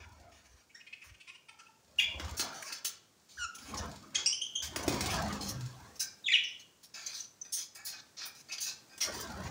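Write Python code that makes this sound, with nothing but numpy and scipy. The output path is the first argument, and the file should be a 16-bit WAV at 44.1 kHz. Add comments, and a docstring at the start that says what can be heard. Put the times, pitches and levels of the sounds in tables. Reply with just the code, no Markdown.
"""A soft rush of wings and a quiet warble: budgerigars in a small wire aviary, in a bare, echoing corner. Then
they fly close by. Their wings push air, thrum and whoosh, feathers swish and snap, claws rattle the mesh, and
wings and feet knock sharply. Between flights the membranes of the syrinx give sharp chirps, one nasal call and
one falling squawk. Near walls echo it all, over a faint outdoor wash."""
import sys
import numpy as np
from scipy import signal
from scipy.fft import rfft, irfft, next_fast_len
from scipy.io import wavfile
from scipy.ndimage import uniform_filter1d

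SR = 44100
rng = np.random.default_rng(int(sys.argv[2]) if len(sys.argv) > 2 else 0)


def log_audio(samples):
    """Write samples as a 16-bit WAV file to the path given in sys.argv[1]."""
    # one column per channel
    frames = np.atleast_2d(samples).T
    # limit to full scale, then quantise
    limited = np.clip(frames, -1, 1)
    pcm = np.round(limited * 32767).astype(np.int16)
    wavfile.write(sys.argv[1], SR, pcm)


N = 418950
TOP_HZ = 15750  # upper band edge


# Birds flying past. Each row: closest moment in seconds, push, thrum and whoosh levels in dB,
# approach and departure in seconds. Levels in all cue tables are before the mix gains in scene().
FLYBYS = [(0.03, -56.5, -69, -62.5, 0.54, 0.79), (2.28, -43.5, -53.5, -51, 0.43, 0.226),
          (2.438, -80, -62, -47, 0.11, 0.44), (3.812, -45, -45, -45, 0.25, 0.23),
          (4.03, -77, -56, -61, 0.032, 0.34), (4.18, -64, -76, -52.5, 0.073, 0.22),
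          (4.89, -45, -42.5, -45, 0.31, 0.49), (5.18, -40, -42, -39, 0.43, 0.41),
          (5.52, -51, -47.5, -53, 0.61, 0.25), (5.849, -60.5, -61, -59, 0.69, 0.26),
          (9.072, -54, -53, -45, 0.052, 0.63), (9.4, -48, -48.5, -49.5, 0.34, 1)]

def flyby_swell(layer, far_db, roundness=1.44):
    """Each bird swells as it nears and fades as it leaves, passing far_db at both ends of its flight."""
    t, power = np.arange(N) / SR, np.zeros(N)
    for closest, push_db, thrum_db, whoosh_db, approach, departure in FLYBYS:
        db = {"push": push_db, "thrum": thrum_db, "whoosh": whoosh_db}[layer]
        away = np.maximum((closest - t) / approach, (t - closest) / departure)
        power += amp(db + far_db * np.minimum(away, 5) ** roundness) ** 2
    return np.sqrt(power)


# Single flaps whose draught reaches the listener. Each row: middle in seconds, level in dB.
LONE_FLAPS = [(0.532, -62.5), (1.108, -56), (3.42, -53), (4.669, -48.5)]

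def flap_swell(width_s=0.044):
    """A lone flap gives one soft swell of air."""
    t = np.arange(N) / SR
    return sum(amp(db) * np.exp(-((t - s) / width_s) ** 2) for s, db in LONE_FLAPS)


# Three layers of moving air: deep push, low thrum, broad whoosh. Each row: frequency in Hz, gain in dB.
PUSH_EQ = [(18, -51.5), (32, -30.5), (50, -9), (72, 7), (100, -13.5), (125, -12), (170, -50), (400, -73.5)]
THRUM_EQ = [(60, -26), (105, -0.5), (130, -1), (180, -0.5), (235, 0.5), (285, -4), (350, -19), (1200, -73)]
WHOOSH_EQ = [(150, -25.5), (340, -4.5), (460, 0), (700, 0), (1300, -1.5), (2200, -11.5), (3000, -14.5),
             (6200, -17.5), (8000, -29), (10000, -30), (13000, -51), (15200, -24.5)]

def wing_air(swell, eq, beat_depth, patch_db, patch_hz, beat_hz=19):
    """Air stirred by the wings, throbbing with their uneven beat."""
    beats = np.sin(phase_of(beat_hz * (1 + 0.191 * wander(N, 7.1))))
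    air = resonances(colour(rng.standard_normal(N), eq), patch_db, patch_hz, hold_s=.05)
    air /= np.sqrt(abs(uniform_filter1d(air ** 2, size=4000)) + 1e-12)  # only the birds set the swell
    return unit(air * (1 + beat_depth * beats)) * swell


# The strongest, closest downstrokes. Each row: middle in seconds, level in dB, pitch in Hz.
DOWNSTROKES = [(2.263, -35, 108), (2.311, -38, 128.9), (2.42, -42.5, 259.2), (3.733, -36, 218),
               (3.808, -43, 199), (4.873, -28, 106), (4.917, -27, 130), (4.977, -29.5, 126),
               (5.154, -24, 156), (5.238, -24, 150), (5.338, -27.5, 176), (9.310, -32, 214),
               (9.413, -33, 168), (9.465, -26, 121)]
# The tone of a wing slapping the air. Each row: frequency in Hz, gain in dB.
SLAP_EQ = [(150, 2), (420, -4.5), (800, 9.5), (2200, -32), (9000, -37)]

def wing_thumps(length_s=0.03983, sag_octaves=0.65, slap_db=-7, slap_s=.022):
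    """A downstroke slaps the air and shoves a slug of it away: a low thump that sags in pitch."""
    out, n = np.zeros(N), int(slap_s * SR)
    sweep = np.linspace(-.5, .5, int(length_s * SR))
    for s, db, hz in DOWNSTROKES:
        phase = phase_of(hz * 2 ** (-sag_octaves * sweep)) + 2 * np.pi * rng.random()
        add(out, s - length_s / 2, amp(db) * np.sin(phase) * stroke(len(sweep), skew=0.73))
        slap = colour(rng.standard_normal(n), SLAP_EQ) * stroke(n, skew=0.21)
        add(out, s - slap_s / 2, amp(db + slap_db) * slap)
    return out


# Wings whirring as a bird brakes or hovers.
# Each row: start in seconds, length in seconds, pitch in Hz, level in dB.
WHIRRS = [(5.1, 0.45, 205, -45.5), (5.53, 0.17, 126, -42), (5, 0.7, 210, -60)]

def wing_hums(waver=0.031, flutter_db=3):
    """Fast wings set the air humming; the note wavers and flutters."""
    out = np.zeros(N)
    for s, length, hz, db in WHIRRS:
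        n = int(length * SR)
        note = np.sin(phase_of(hz * (1 + waver * wander(n, 19.6))))
        add(out, s, amp(db + flutter_db * wander(n, 38)) * note * signal.windows.tukey(n, .5))
    return out


# Quick flicks of wing or tail.
# Each row: start in seconds, level in dB, length in seconds, low rustle in dB, top fizz in dB.
FEATHER_FLICKS = [(1.98, -50.5, 0.1, 11, 3), (2.309, -52.5, 0.0157, 2, 3), (2.367, -45.5, 0.11, 1, 9),
                  (2.403, -38, 0.044, 6, -6), (2.624, -53, 0.019, 20, 8), (2.723, -44.5, 0.033, 6.5, -1),
                  (2.845, -40.5, 0.073, -1, 7.5), (3.547, -51, 0.045, -2.5, 1),
                  (3.769, -41.5, 0.05, -42, -6), (4.828, -47.5, 0.032, -1, 2), (5.097, -43, 0.1, 5, -3),
                  (5.483, -48, 0.0594, -44, 7.5), (5.955, -58, 0.043, -2, -1), (5.994, -35, 0.085, -10, -2),
                  (6.435, -53, 0.018, -19.5, -5), (6.594, -55.5, 0.047, -5, -6.5),
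                  (6.829, -59, 0.063, 5, 5.5), (7.062, -42, 0.034, -26.5, -9),
                  (7.136, -49.5, 0.13, -21, -8.5), (7.522, -36.5, 0.085, -16.5, 1.5),
                  (7.565, -42, 0.13, -2, -5), (7.748, -51.5, 0.055, -2, -0.5), (7.847, -45, 0.099, -27, 6),
                  (8.252, -59.5, 0.057, 18, 20), (8.517, -39, 0.068, -13, -17), (8.602, -39.5, 0.11, -7, 1),
                  (8.663, -43, 0.12, 1, -10.5), (9.004, -35, 0.11, 7, -4), (9.137, -51, 0.062, -16, -2),
                  (9.2, -49, 0.044, -2, 8)]
# Longer spells of ruffling and clambering.
# Each row: start in seconds, length in seconds, level in dB, low rustle in dB, top fizz in dB.
RUFFLES = [(0, 0.059, -65.5, 19, -29), (0.315, 0.32, -70.5, 13.5, -6), (1.036, 0.08, -69, 17, 4),
           (2.539, 0.26, -49.5, 2.5, -8.5), (3.285, 0.16, -60.5, 1.5, -5), (3.581, 0.15, -55.5, 8, -2),
           (4.62, 0.074, -45, 8, -3.5), (5.017, 0.196, -54.5, 9, -12), (5.406, 0.12, -46, -4, -9),
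           (6.938, 0.32, -52.5, 3.5, -12), (7.884, 0.13, -55.5, 7.5, -35), (8.167, 0.14, -51, 4, -25),
           (8.347, 0.0767, -60.5, 6, 3), (9.118, 0.14, -50.5, 1, -8), (9.43, 0.057, -54, 13, -14)]
# The bright tone of feathers rubbing. Each row: frequency in Hz, gain in dB.
FEATHER_EQ = [(300, -28.5), (800, -17.5), (1300, -20), (1700, -9.5), (2000, -15.5), (2450, -6),
              (2900, -10.5), (4300, -2.5), (6200, 3), (7200, -5.5), (8100, -12.5), (9200, -5.5),
              (12000, -17), (15200, -9.5)]

def feathers(grain_db=0.5):
    """Barbs slide over each other and the wire: a bright, grainy hiss under each flick and ruffle."""
    out = np.zeros(N)
    hiss = resonances(rng.standard_normal(N), depth_db=4.5, width_hz=260, hold_s=.07)
    barbs = hiss * amp(grain_db * wander(N, 700))
    moves = [(s, amp(db) * stroke(int(length * SR), skew=0.42), shelves)
             for s, db, length, *shelves in FEATHER_FLICKS]
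    moves += [(s, amp(db) * ruffle(length), shelves) for s, length, db, *shelves in RUFFLES]
    for s, force, shelves in moves:
        slide = barbs.take(int(s * SR) + np.arange(len(force)), mode="wrap")
        slide /= np.std(colour(slide, FEATHER_EQ))
        add(out, s, colour(slide, FEATHER_EQ, *shelves) * force)
    return out


def ruffle(length, attack_s=0.0053, release_s=0.013, fade_db=-4, shuffle_db=3.5, shuffles_per_s=41.5):
    """The envelope of small uneven movements that start quickly and slacken."""
    t = np.arange(int(length * SR)) / SR
    edges = np.clip(np.minimum(t / attack_s, (length - t) / release_s), 0, 1)
    return edges * amp(fade_db * (t / length - 0.5) + shuffle_db * wander(len(t), shuffles_per_s))


def wing_snaps(swell, beat_hz=17, unevenness=0.5, snap_s=0.016, snap_db=-10.5, spread_db=3):
    """Flight feathers snap in an uneven wingbeat rhythm, as loud as the bird is near."""
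    gaps, sizes = rng.standard_normal((400, 2)).T
    times = np.cumsum(np.exp(unevenness * gaps)) / beat_hz
    force = np.zeros(N)
    for s, size in zip(times, np.clip(sizes, -2, 2)):
        add(force, s, amp(snap_db + spread_db * size) * stroke(int(snap_s * SR), skew=.4))
    return colour(rng.standard_normal(N), FEATHER_EQ, low_db=7.5, high_db=3.5) * force * swell


def quills(swell, per_s=40, spread_db=5, tick_db=-19, rest_db=-72):
    """Stiff quills and claws tick at random, harder while birds are flying."""
    sizes = amp(spread_db * np.minimum(rng.exponential(1, N), 3))
    hits = sizes * (rng.random(N) < per_s / SR)
    tick = rng.standard_normal(200) * np.exp(-np.linspace(0, 5, 200))
    ticks = colour(signal.oaconvolve(hits, tick)[:N], FEATHER_EQ, high_db=-7.0)
    return amp(tick_db) * unit(ticks) * (swell + amp(rest_db))


# Dry knocks, from wings clapping in flight and feet landing. 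Each row: start in seconds, level in dB, low thud
# in dB, top snap in dB.
CRACKS = [(2.197, -23.5, 0.5, -8.5), (2.395, -16, -5, 0.5), (2.721, -25, -20, -9), (2.848, -23, -19, 6),
          (4.76, -19, 2.5, 0.5), (4.879, -17, 8, -0.5), (4.941, -24.5, 7, -3), (5.007, -18, -12, 0),
          (5.059, -20.5, -10, -1), (8.978, -34.5, -7, 5)]
# The body of a dry knock. Each row: frequency in Hz, gain in dB.
CRACK_EQ = [(80, -35.5), (250, 15), (700, -2.5), (1700, 1.5), (3000, -1.5), (5500, 2), (8000, -4),
            (10000, -7), (13000, -22.5), (15200, -5.5)]

def dry_cracks(attack_s=0.00074, decay_s=0.0044):
    """Wings clap or feet land: a dry crack that dies in milliseconds."""
    out, t = np.zeros(N), np.arange(2048) / SR
    envelope = np.exp(-t / decay_s) * (1 - np.exp(-t / attack_s))
    for s, db, thud_db, snap_db in CRACKS:
        crack = colour(rng.standard_normal(len(t)), CRACK_EQ, thud_db, snap_db, low_hz=990, high_hz=4870)
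        add(out, s, amp(db) * crack * envelope)
    return out


# Claws on the mesh. Each row: start in seconds, length in seconds, level in dB, brightness in dB.
CLAW_GRIPS = [(2.672, 0.081, -52.5, -18), (6.004, 0.077, -53.5, -19), (6.942, 0.085, -53.5, -11),
              (7.058, 0.0148, -59, 5.5), (7.128, 0.013, -50.5, 4), (7.447, 0.03, -57.5, -3),
              (7.75, 0.11, -55.5, -4.5), (7.866, 0.047, -48, 11), (7.93, 0.047, -53, -3),
              (8.191, 0.14, -52, -2), (8.483, 0.07, -54.5, 6), (8.525, 0.02, -45.5, 9.5),
              (8.581, 0.012, -41.5, 26), (8.65, 0.094, -52.5, 0), (8.891, 0.11, -60.5, -2)]
# The ringing modes of the wire. Each row: frequency in Hz, level in dB, seconds to fade by 60 dB.
WIRE_MODES = [(860, -9.5, 0.05), (1378, -10, .035), (1655, -3, 0.07), (1830, -3, 0.025), (2330, -2, 0.04),
              (2510, -3, 0.045), (3700, 1, 0.012), (4400, 4, 0.012), (4950, 5, 0.012), (6250, 4, 0.03)]

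def mesh_rattles(catches_per_s=220, grit_db=4.5, place_db=2, detune=0.038, bright_hz=3500):
    """Each claw catches and slips, ringing the wire a little differently at each place it grips."""
    out, t = np.zeros(N), np.arange(SR // 3) / SR
    hz, mode_db, t60 = np.transpose(WIRE_MODES)[:, :, None]
    for s, length, db, bright_db in CLAW_GRIPS:
        strength, tuning = rng.standard_normal((2, len(WIRE_MODES), 1))
        gain_db = mode_db + place_db * strength + bright_db * (hz > bright_hz)
        modes = np.sin(2 * np.pi * hz * (1 + detune * tuning) * t)
        ring = (amp(gain_db - 60 * t / t60) * modes).sum(0)
        n = int(length * SR)
        slips = rng.standard_normal(n) * amp(grit_db * wander(n, catches_per_s)) * stroke(n, skew=0.43)
        rattle = signal.fftconvolve(slips, ring)
        add(out, s, amp(db) * rattle / np.std(rattle[:n + 500]))
    return signal.sosfilt(signal.butter(2, 750, "highpass", fs=SR, output="sos"), out)


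# The colour the beak gives to overtones. Each row: frequency in Hz, gain in dB.
BEAK_EQ = [(2800, 10.5), (4200, 1), (5600, 9), (7100, 7.5), (7900, -12), (8900, -1.5), (10500, -30),
           (12500, -42)]

def syrinx(hz, tone_db, overtone_db, rough, jitter=0.16, shimmer=0.1):
    """A whistling membrane; its overtones pass the beak, and roughness shakes pitch and strength."""
    phase = phase_of(hz * (1 + jitter * rough * wander(len(hz), 1100)))
    overtones = sum(amp(curve_at(BEAK_EQ, k * hz)) * (k * hz < TOP_HZ) * np.sin(k * phase)
                    for k in range(2, 8))
    voice = amp(tone_db) * np.sin(phase) + amp(overtone_db) * overtones
    return np.sqrt(2) * voice * (1 + shimmer * rough * wander(len(hz), 1800))


# The squawk's two falling sweeps, the nasal call and a quick upward chirp.
# Each row: time in seconds, pitch in Hz, level in dB.
SQUAWK_FIRST = [(6.240, 3810, -51.5), (6.246, 3740, -32), (6.257, 3704, -40.5), (6.261, 3180, -36),
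                (6.270, 3490, -18.5), (6.276, 3508, -48), (6.280, 2836, -28), (6.289, 2033, -20.5),
                (6.297, 2140, -40), (6.307, 2470, -18), (6.314, 2433, -46), (6.321, 2380, -15.5),
                (6.327, 1950, -24.5), (6.334, 1800, -32)]
SQUAWK_SECOND = [(6.320, 4070, -32.5), (6.329, 3780, -26), (6.335, 3490, -19.5), (6.341, 2870, -15.5),
                 (6.346, 3025, -18), (6.358, 2490, -19), (6.368, 2360, -36)]
NASAL_CALL = [(3.370, 1246, -60), (3.381, 1740, -47.5), (3.392, 1451, -45.5), (3.425, 1440, -40),
              (3.452, 1350, -40), (3.47, 1302, -67)]
UPWARD_CHIRP = [(4.2595, 2330, -50), (4.261, 2528, -29), (4.264, 2793, -38), (4.269, 2880, -37),
                (4.279, 2720, -45)]

def call(contour, rough, overtone_db, brightening=0):
    """One note that follows its pitch and effort; with brightening, a harder push favours overtones."""
    s, hz, db = np.transpose(contour)
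    t, out = np.arange(s[0], s[-1], 1 / SR), np.zeros(N)
    effort_db = np.interp(t, s, db)
    upper_db = effort_db + overtone_db + brightening * (effort_db - db.max())
    note = syrinx(np.interp(t, s, hz), effort_db, upper_db, rough)
    add(out, s[0], note * signal.windows.tukey(len(t), .05))
    return out


# Sharp pips and murmured notes, and at 3.742 s the tonal hit of a wing at takeoff. Each row: middle in seconds,
# length in seconds, pitch in Hz, glide in # octaves, fundamental in dB, overtones in dB, roughness from 0 to 1,
# echo send in dB.
PIPS = [(0.248, 0.19, 689, -0.13, -65, -106, 0.6, 1.5), (0.755, 0.029, 1800, 0.55, -57, -73.5, 0.56, 3.5),
        (0.752, 0.014, 5570, 0.053, -48.5, -85, 0.1, -5), (1.508, 0.028, 884, -0.46, -62.5, -85, 0.15, 1),
        (1.616, 0.02, 1365, 0.028, -58, -87.5, 0.23, -1), (1.683, 0.035, 873, 0.12, -67, -92, 0.2, 4.5),
        (1.9914, 0.013, 2833, -0.12, -18.5, -55, 0.2, -6.5),
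        (1.996, 0.014, 2835, -0.91, -32.5, -58, 0.42, 12),
        (3.742, 0.011, 1167, -0.35, -36.5, -74.5, 0.42, -10),
        (4.15, 0.013, 2480, 0.65, -44, -46.5, 0.77, 9.5), (4.159, 0.0095, 3220, 0.2, -24.5, -34.5, 0.3, -4),
        (4.331, 0.012, 3030, 0.17, -28, -40.5, 0.17, -4.5), (4.419, 0.01, 3036, 0.15, -29, -44, 0.23, 0.5),
        (4.557, 0.012, 3186, -0.03, -33.5, -45.5, 0.22, 5),
        (6.082, 0.037, 5060, 0.054, -44.5, -85, 0.3, -11),
        (6.446, 0.02, 5630, -0.23, -48.5, -76, 0.31, 5.5), (7.068, 0.013, 6300, -0.028, -35, -60, 0, -16.5),
        (7.208, 0.014, 6100, -0.13, -34, -62, 0.2, -9.5),
        (7.42, 0.017, 6080, -0.013, -34, -56, 0.15, -11.5),
        (8.517, 0.06, 2500, 0.0044, -47.5, -80.5, 0.48, 2)]

def chirps():
    """Brief pips, heard directly and by way of the walls, more so when the bird faces away."""
    direct, send = np.zeros((2, N))
    for s, length, hz, glide, tone_db, overtone_db, rough, echo_db in PIPS:
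        sweep = np.linspace(-.5, .5, int(length * SR))
        pip = syrinx(hz * 2 ** (glide * sweep), tone_db, overtone_db, rough)
        pip *= signal.windows.tukey(len(sweep), .8)
        add(direct, s - length / 2, pip)
        add(send, s - length / 2, amp(echo_db) * pip)
    return direct, send


# Soft two-voiced notes. Each row: start in seconds, buzz level in dB, length in seconds,
# buzz rate in Hz, whistle pitch in Hz, whistle level in dB.
WARBLE_NOTES = [(0.693, -69, 0.029, 333, 2300, -55), (0.798, -61, 0.024, 311, 2500, -51.5),
                (0.864, -57.5, 0.024, 347, 2450, -51), (0.925, -54, 0.021, 315, 2550, -44.5),
                (1.013, -58, 0.027, 332, 2560, -49), (1.082, -60, 0.032, 288, 2403, -64),
                (1.138, -60, 0.022, 330, 2517, -63), (1.198, -57, 0.028, 386, 2324, -55),
                (1.268, -55, 0.046, 370, 2500, -52), (1.341, -60, 0.0285, 485, 2896, -56),
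                (1.484, -59, 0.02, 455, 2533, -49.5), (1.585, -61.5, 0.0317, 444, 2574, -57),
                (1.656, -74, 0.025, 454, 2614, -61)]
# The buzz broadens through the phrase. Each row: time in seconds, low shelf in dB, high shelf in dB.
WARBLE_SHELVES = [(.7, -19, -5), (.92, -4, 8), (1.251, 1, 11.5), (1.6, 18, 18.5)]
# The colour the throat gives to the buzz. Each row: frequency in Hz, gain in dB.
THROAT_EQ = [(400, -70), (850, -16), (1300, -4.5), (1800, -7.5), (2450, 1), (3000, 1.5), (3800, -12.5),
             (5600, -16), (7500, -29), (9000, -22), (12000, -56)]

def warble(waver=0.06, rise_octaves=0.22, wobble=0.065, husk=0.25):
    """One side of the syrinx gives a soft, husky buzz; it shakes the rising whistle of the other side."""
    out, harmonics = np.zeros(N), np.arange(1, 30)
    when, *shelves = np.transpose(WARBLE_SHELVES)
    for s, db, length, buzz_hz, whistle_hz, whistle_db in WARBLE_NOTES:
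        n = int(length * SR)
        low_db, high_db = (np.interp(s, when, shelf) for shelf in shelves)
        phase = phase_of(buzz_hz * (1 + waver * wander(n, 147)))
        partials = np.cos(np.outer(phase, harmonics) + 2 * np.pi * rng.random(len(harmonics)))
        drive = unit(partials.sum(1)) + husk * rng.standard_normal(n)
        buzz = amp(db) * colour(unit(drive), THROAT_EQ, low_db, high_db, low_hz=1554, high_hz=4060)
        pitch = whistle_hz * 2 ** (rise_octaves * np.linspace(-.5, .5, n)) * (1 + wobble * np.sin(phase))
        whistle = syrinx(pitch, whistle_db, whistle_db - 27, rough=.2)
        add(out, s, (buzz + whistle) * signal.windows.hann(n) ** 0.5)
    # beak and throat change shape from note to note
    return resonances(out, depth_db=4, width_hz=380, hold_s=.07)


# How long the bare corner rings. Each row: frequency in Hz, seconds to fade by 60 dB.
CORNER_DECAY = [(100, 0.61), (1000, 0.55), (2600, 0.4), (2950, 0.56), (3350, 0.47), (6000, 0.33),
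                (10000, 0.16), (15000, 0.16)]

def corner_echo(early_boost=0.96, early_s=0.003, predelay_s=.0025):
    """Dense echoes off near walls, then a tail in which each band dies at its own speed."""
    taps = rng.standard_normal(SR) * (rng.random(SR) < .15)
    hz, t, bands = signal.stft(taps, SR, nperseg=256)
    decay = amp(-60 * t / curve_at(CORNER_DECAY, hz)[:, None])
    tail = signal.istft(bands * decay, SR, nperseg=256)[1][:SR]
    spectrum = rfft(tail * (1 + early_boost * np.exp(-np.arange(SR) / SR / early_s)))
    # the walls return all pitches about equally
    spectrum /= np.sqrt(uniform_filter1d(abs(spectrum) ** 2, size=250))
    return np.concatenate([np.zeros(int(predelay_s * SR)), irfft(spectrum)[:SR * 3 // 4]])


# The tone of the outdoor bed. Each row: frequency in Hz, gain in dB.
OUTDOOR_EQ = [(20, -27.5), (45, -15), (75, 4.5), (170, 5), (350, 2.5), (700, -1.5), (1500, -5), (3000, -10),
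              (4800, -7), (6200, -4.5), (8000, -8.5), (12500, -19.5), (15200, -12.5)]
# Its slow rise and fall. Each row: time in seconds, level in dB.
OUTDOOR_LEVEL = [(0, -71.5), (1.5, -71.5), (3.1, -67), (5.8, -60.5), (6.8, -67), (9.5, -62.5)]

def outdoor_wash():
    """A faint outdoor wash whose level drifts gently."""
    level_db = np.interp(np.arange(N) / SR, *np.transpose(OUTDOOR_LEVEL)) + wander(N, 1.4)
    return amp(level_db) * colour(rng.standard_normal(N), OUTDOOR_EQ)


def amp(db):
    """Decibels as a gain."""
    return 10 ** (np.asarray(db) / 20)


def unit(x):
    """Scales x to unit power."""
    return x / np.sqrt(np.mean(x ** 2) + 1e-20)


def phase_of(hz):
    """The running phase of a changing pitch, in radians."""
    return 2 * np.pi * np.cumsum(hz) / SR


def curve_at(points, hz):
    """Reads a curve along a logarithmic frequency axis."""
    point_hz, value = np.transpose(points)
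    return np.interp(np.log(hz + 1), np.log(point_hz + 1), value)


def add(mix, s, sound):
    """Lays a sound into the mix at s seconds."""
    part = mix[max(round(s * SR), 0):][:len(sound)]
    part += sound[:len(part)]


def colour(x, eq, low_db=0, high_db=0, low_hz=3000, high_hz=8000):
    """Filters x by an EQ curve of unit power, with a shelf at each end."""
    size = next_fast_len(len(x))
    hz = np.fft.rfftfreq(size, 1 / SR)
    shelves = low_db / (1 + (hz / low_hz) ** 8) + high_db * (1 - 1 / (1 + (hz / high_hz) ** 8))
    return irfft(rfft(x, size) * unit(amp(curve_at(eq, hz))) * amp(shelves), size)[:len(x)]


def wander(count, rate_hz):
    """A random drift that turns about rate_hz times a second."""
    at = np.arange(count) * rate_hz / SR
    points = int(at[-1]) + 2
    return np.interp(at, np.arange(points), rng.standard_normal(points))


def stroke(count, skew):
    """A quick swell and a slower fade; less skew sharpens the attack."""
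    return np.sin(np.pi * np.linspace(0, 1, count) ** skew) ** 2


def resonances(x, depth_db, width_hz, hold_s):
    """Patches of pitch that swell and fade as feathers, wire or throat change shape."""
    hz, t, bands = signal.stft(x, SR, nperseg=1024)
    patches = rng.standard_normal((400, 400))
    # stretch the random grid smoothly, first over pitch, then over time
    for at in (hz / width_hz, t / hold_s):
        cell, share = at.astype(int), (at % 1)[:, None]
        below, above = patches[cell % len(patches)], patches[(cell + 1) % len(patches)]
        patches = ((1 - share) * below + share * above).T
    gain = unit(amp(depth_db * unit(np.tanh(patches))))
    return signal.istft(bands * gain, SR, nperseg=1024)[1][:len(x)]


def scene():
    """The birds reach the listener directly and by way of the walls, over the outdoor wash."""
    pips, pip_send = chirps()
    push = flyby_swell("push", far_db=-36.0) + flap_swell()  # the draught is felt only close by
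    thrum, whoosh = flyby_swell("thrum", far_db=-24.0), flyby_swell("whoosh", far_db=-26.5)
    squawk = call(SQUAWK_FIRST, rough=.16, overtone_db=-28.5)
    squawk += call(SQUAWK_SECOND, rough=.16, overtone_db=-32.5)
    # Each row: sound, direct gain in dB, echo send in dB.
    layers = [(squawk, -7.0, -5.5),
              (call(NASAL_CALL, rough=.16, overtone_db=-17.0, brightening=1.0), 1.5, -3.0),
              (call(UPWARD_CHIRP, rough=.14, overtone_db=6.0), -5.5, -0.5),
              (warble(), -2, -4.5),
              (wing_thumps(), -9.5, -13.5),
              (wing_hums(), 3.5, -10),
              (feathers(), 4.0, -4.0),
              (mesh_rattles(), -4.5, -1.5),
              (quills(thrum), 6.0, 9.5),
              (wing_snaps(whoosh), 2.5, -16.5),
              (dry_cracks(), -6.5, -4.5),
              (wing_air(push, PUSH_EQ, beat_depth=0.71, patch_db=1.0, patch_hz=50), -0.5, -19.0),
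              (wing_air(thrum, THRUM_EQ, beat_depth=0.067, patch_db=4, patch_hz=58.4), -2.0, -3.5),
              (wing_air(whoosh, WHOOSH_EQ, beat_depth=0.17, patch_db=6.5, patch_hz=88.8), 1.5, -10.0)]
    direct = amp(-3.5) * pips + sum(amp(db) * sound for sound, db, _ in layers)
    send = amp(1.0) * pip_send + sum(amp(db) * sound for sound, _, db in layers)
    echo = signal.oaconvolve(send, corner_echo())[:N]
    return (direct + echo + outdoor_wash())[None]


def record(dry, low_cut_hz=52):
    """Trims the deepest bass and the very top of the treble."""
    heard = signal.sosfilt(signal.butter(3, low_cut_hz, "highpass", fs=SR, output="sos"), dry)
    high_cut = signal.firwin(511, TOP_HZ, window=("kaiser", 9), fs=SR)
    return signal.oaconvolve(heard, high_cut[None], "same")


dry = scene()
out = record(dry)
log_audio(out)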